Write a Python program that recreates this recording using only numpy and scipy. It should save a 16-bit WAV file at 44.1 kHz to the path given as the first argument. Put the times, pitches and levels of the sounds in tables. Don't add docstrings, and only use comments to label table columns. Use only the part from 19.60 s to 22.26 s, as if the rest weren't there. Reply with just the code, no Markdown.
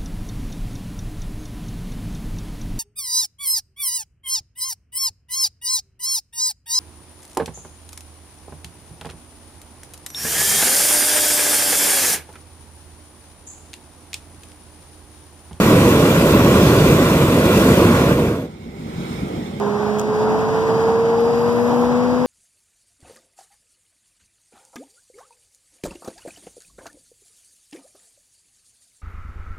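import sys
import numpy as np
from scipy import signal
from scipy.io import wavfile
from scipy.ndimage import uniform_filter1d

SR = 44100
rng = np.random.default_rng(int(sys.argv[2]) if len(sys.argv) > 2 else 0)


def int16_out(signal):
    q = np.round(np.clip(np.atleast_2d(signal).T, -1, 1) * 32767)
    wavfile.write(sys.argv[1], SR, q.astype(np.int16))


def invert_db(x):
    u = np.asarray(x, float) / 20
    return 10 ** u


N = 117306

# [f/Hz, left level/dB, right level/dB, left lead/rad]
UNBALANCE_PATH = [(51, -58, -62, 0), (55, -50, -48, .3), (59, -49, -43, 1.7), (60.7, -40, -36, 2.2),
                  (62.4, -40, -38, 2.3)]
BUCKET_PATH = [(206.7, -29.5, -27.5, 0.7), (209.8, -32, -20.5, -.5), (217, -23, -40, -3),
               (229.2, -38, -29.5, -1.5), (231, -27.5, -27.5, 0.3), (235, -24, -44, -1),
               (243.2, -15.5, -22.5, -1), (247.7, -17.5, -31, -1)]
BUCKET_OCTAVE_PATH = [(411, -31.5, -19.5, .4), (424, -25, -21.5, .1), (429.5, -21, -19, -.3),
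                      (436, -23, -20, -.4), (461, -16.5, -15.5, 0.22), (463, -16, -19.5, 0.35),
                      (499, -19, -27, -0.065), (487, -20.5, -24, -0.39)]
BEARING_ORDERS = [77.33, 78.12, 79.75, 81.46, 82.25, 83.5, 84.42, 85.21, 85.58, 88.54, 89.29, 89.67, 91.79,
                  93.75]
BEARING_LEVELS = [-51, -49, -57, -47, -46, -58, -53, -52, -45.5, -54, -54, -48.5, -60, -56]
# [f/Hz, level/dB, width/Hz]
LOOSE_PART_MODES = [(10350, -1, 700), (11400, -1, 900), (11200, -4, 3500)]
# [t/s, length/s, level/dB, f/Hz, width/Hz]
CREAKS = [
    (.384, .012, -44, 12000, 9000),
    (.3955, .0022, -32, 11000, 9000),
    (.3985, .009, -47, 8000, 9000),
    (.4136, .0028, -41, 9500, 9000),
]
# [t/s, length/s, level/dB, f/Hz, width/Hz]
TICKS = [
    (.4374, .003, -54, 9000, 5000),
    (.7882, .0018, -44, 10500, 2200),
    (1.226, .003, -49, 11500, 6000),
    (1.303, .0025, -52, 11500, 6000),
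]
# [f/Hz, width/Hz, level/dB]
SHELL_MODES = [(3300, 500, 12), (6200, 400, 14), (7500, 500, 13)]
# [t/s, level/dB]
AIR_SWELL = [
    (0, -27),
    (.3, -26.5),
    (.5, -27.5),
    (.6, -25),
    (1.2, -23.5),
    (1.29, -23),
    (1.38, -26),
    (2.1, -24.5),
    (2.66, -25.5),
]
# [f/Hz, level/dB per Hz]
RUMBLE_COLOUR = [(40, -6), (70, -11.5), (120, 0), (200, -0.5), (320, -4), (550, -2.5), (980, 0), (1250, -7)]
# [f/Hz, level/dB per Hz]
HISS_COLOUR = [(1000, -3.5), (1500, -0.5), (2100, -5), (2900, -9.5), (4400, -13), (6000, -13),
               (8500, -23.5), (19000, -35.5)]
# [f/Hz, left minus right level/dB]
MIC_TILT = [(60, -5), (350, -4.5), (1090, -.3), (1550, 6), (2050, 0), (8600, 0), (10000, -9.5),
            (15500, -9.5)]

PORT_S = 1 / 2150


def evened(x):
    return x / np.sqrt(np.mean(x ** 2) + 1e-20)


def slow_noise(length):
    noise = uniform_filter1d(rng.standard_normal(N), size=length)
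    return evened(uniform_filter1d(noise, size=length))


def read(points, hz):
    f, value = np.transpose(points)
    return np.interp(np.log(hz + 1), np.log(f + 1), value)


def resonate(x, hz, width):
    turn = np.exp(2j * np.pi * hz * np.arange(x.shape[-1]) / SR)
    r = np.exp(-np.pi * abs(width) / SR)
    return 2 * (turn * signal.lfilter([1 - r], [1, -r], x / turn)).real


def ring_twice(x, hz, width):
    return resonate(resonate(x, hz, width), hz, width)


def ports(x, left_db):
    shade_hz, shade_db = 9300, -13
    low = signal.sosfiltfilt(signal.butter(4, shade_hz, fs=SR, output="sos"), x)
    shaded = low + invert_db(shade_db) * (x - low)
    return np.array([-invert_db(left_db) * np.roll(shaded, round(PORT_S * SR)), x])


def shaft():
    start_hz, gain_hz_per_s, slowing = 51.025, 4.634, .1275
    t = np.arange(N) / SR
    hz = start_hz + gain_hz_per_s * t - slowing * t ** 2
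    return hz, np.cumsum(hz) / SR


def rotor():
    wobble_db = .7
    hz, turns = shaft()
    out = np.zeros((2, N))
    for order, path in zip((1, 4, 8), (UNBALANCE_PATH, BUCKET_PATH, BUCKET_OCTAVE_PATH)):
        f, *columns = np.transpose(path)
        left_db, right_db, lead = (uniform_filter1d(np.interp(order * hz, f, v), size=4000) for v in columns)
        angle = 2 * np.pi * order * turns
        strength = np.sqrt(2) * invert_db(wobble_db * slow_noise(2500))
        left = invert_db(left_db) * np.cos(angle + lead)
        right = invert_db(right_db) * np.cos(angle)
        out += strength * np.array([left, right])
    return out


def bearing():
    ring_hz, ring_width_hz, noise_db, right_db = 4815, 85, -60, -10.5
    turns = shaft()[1]
    tones = np.zeros(N)
    for order, db in zip(BEARING_ORDERS, BEARING_LEVELS):
        tones += np.sqrt(2) * invert_db(db) * np.cos(2 * np.pi * (order * turns + rng.random()))
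    rolling = invert_db(noise_db) * evened(resonate(rng.standard_normal(N), ring_hz, ring_width_hz))
    ring = resonate(resonate(tones, ring_hz, ring_width_hz), ring_hz, 4 * ring_width_hz) + rolling
    return np.array([ring, invert_db(right_db) * np.roll(ring, -7)])


def rattle():
    from_s, to_s, rise_s, level_db, left_db = 1.4, 2.29, .5, -58, 0
    knock_turn, spread_db, chatter, decay_s = .3, 2.5, .25, .0027
    t, turns = np.arange(N) / SR, shaft()[1]
    knock = np.diff(np.floor(turns + knock_turn), prepend=0) > 0
    swell = np.clip((t - from_s) / rise_s, 0, 1) * (t < to_s)
    strength = invert_db(spread_db * rng.standard_normal(200))[turns.astype(int)]
    contact = chatter + np.exp(-t[:720] / decay_s)
    scrape = signal.oaconvolve(knock * swell * strength, contact)[:N] * rng.standard_normal(N)
    ring = sum(invert_db(db) * ring_twice(scrape, hz, width) for hz, db, width in LOOSE_PART_MODES)
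    return ports(invert_db(level_db) * evened(ring), left_db)


def finger():
    t, grit, out = np.arange(N) / SR, rng.standard_normal(N), np.zeros(N)
    for s, length, db, hz, width in CREAKS + TICKS:
        u = np.clip((t - s) / length, 0, 30)
        shape = np.minimum(u / 0.11, 1) * np.exp(-u ** 2 * 0.95)
        energy = np.linalg.norm(shape)
        slip = grit * shape * energy / np.linalg.norm(grit * shape)
        band = ring_twice(slip, hz, width)
        sound = band * energy / np.linalg.norm(band)
        if width > 3000:
            sound = sound + sum(invert_db(d) * resonate(slip, f, w) for f, w, d in SHELL_MODES)
        out += invert_db(db) * sound
    out = signal.sosfilt(signal.butter(2, 2200, "high", fs=SR, output="sos"), out)
    return ports(out, left_db=4)


def likeness(hz, near):
    diffuse_to_hz, direct_share = 8800, .3
    near_from_hz, near_to_hz = 150, 1150
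    field, comb = np.sinc(2 * hz * PORT_S), np.cos(2 * np.pi * hz * PORT_S)
    far = 1 / (1 + (hz / diffuse_to_hz) ** 5.5)
    direct = (1 - far) * direct_share * np.exp(2j * np.pi * hz * PORT_S)
    same = far * (field - comb) / (1 - field * comb + 1e-9) - direct
    near = near / (1 + (near_from_hz / (hz + 1)) ** 4) / (1 + (hz / near_to_hz) ** 12)
    return near + (1 - near) * same


def air(colour, level_db, follows, near, patchy_db, flicker_db):
    unlike_at_1khz, unlike_top, unlike_wander_db, mean_db = .003, .03, 6, -25.5
    frames, hz = N // 512 + 5, np.fft.rfftfreq(2048, 1 / SR)
    a, b, c, d, patches = rng.standard_normal((frames, 1025, 5)).T
    patches = evened(uniform_filter1d(uniform_filter1d(patches, size=16, axis=0), size=6, axis=1))
    unlike = np.minimum(unlike_at_1khz * (hz[:, None] / 1000) ** 2, unlike_top)
    unlike = np.clip(unlike * invert_db(unlike_wander_db * patches[::-1]), 0, 1)
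    same = likeness(hz, near)[:, None] * (1 - unlike)
    left = a + 1j * b
    right = same * left + np.sqrt(abs(1 - abs(same) ** 2)) * (c + 1j * d)
    tilt = invert_db(read(MIC_TILT, hz)[:, None] / 2)
    z = np.array([left * tilt, right / tilt])
    edge = np.clip(hz / colour[0][0], 0, 1) ** 8 / (1 + (hz / colour[-1][0]) ** 8) ** .5
    z *= invert_db(read(colour, hz)[:, None] + patchy_db * patches) * edge[:, None]
    noise = evened(signal.istft(z, nperseg=2048, noverlap=1536)[1][:, :N])
    swell_db = np.interp(np.arange(N) / SR, *np.transpose(AIR_SWELL)) - mean_db
    return invert_db(level_db + follows * swell_db + flicker_db * slow_noise(900)) * noise


def fan():
    hum_hz, width_hz, level_db, left_db = 336, 3, -43, -8
    hum = invert_db(level_db) * evened(ring_twice(rng.standard_normal(N), hum_hz, width_hz))
    return np.array([-invert_db(left_db) * hum, hum])


def scene():
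    rumble = air(RUMBLE_COLOUR, -23, follows=1, near=0.73, patchy_db=0.0, flicker_db=0.87)
    hiss = air(HISS_COLOUR, -36.5, follows=0.92, near=0, patchy_db=0.74, flicker_db=0.69)
    return rotor() + bearing() + rattle() + finger() + rumble + hiss + fan()


def low_pass(x):
    return signal.sosfilt(signal.butter(12, 16170, fs=SR, output="sos"), x)


def record(dry):
    low_cut_hz, edge_hz = 59, 15810
    cut = signal.sosfilt(signal.butter(7, low_cut_hz, "high", fs=SR, output="sos"), dry)
    band_limit = signal.firwin(1201, edge_hz, window=("kaiser", 8), fs=SR)
    mix = signal.oaconvolve(cut, band_limit[None], "same")
    return low_pass(mix)


dry = scene()
out = record(dry)
int16_out(out)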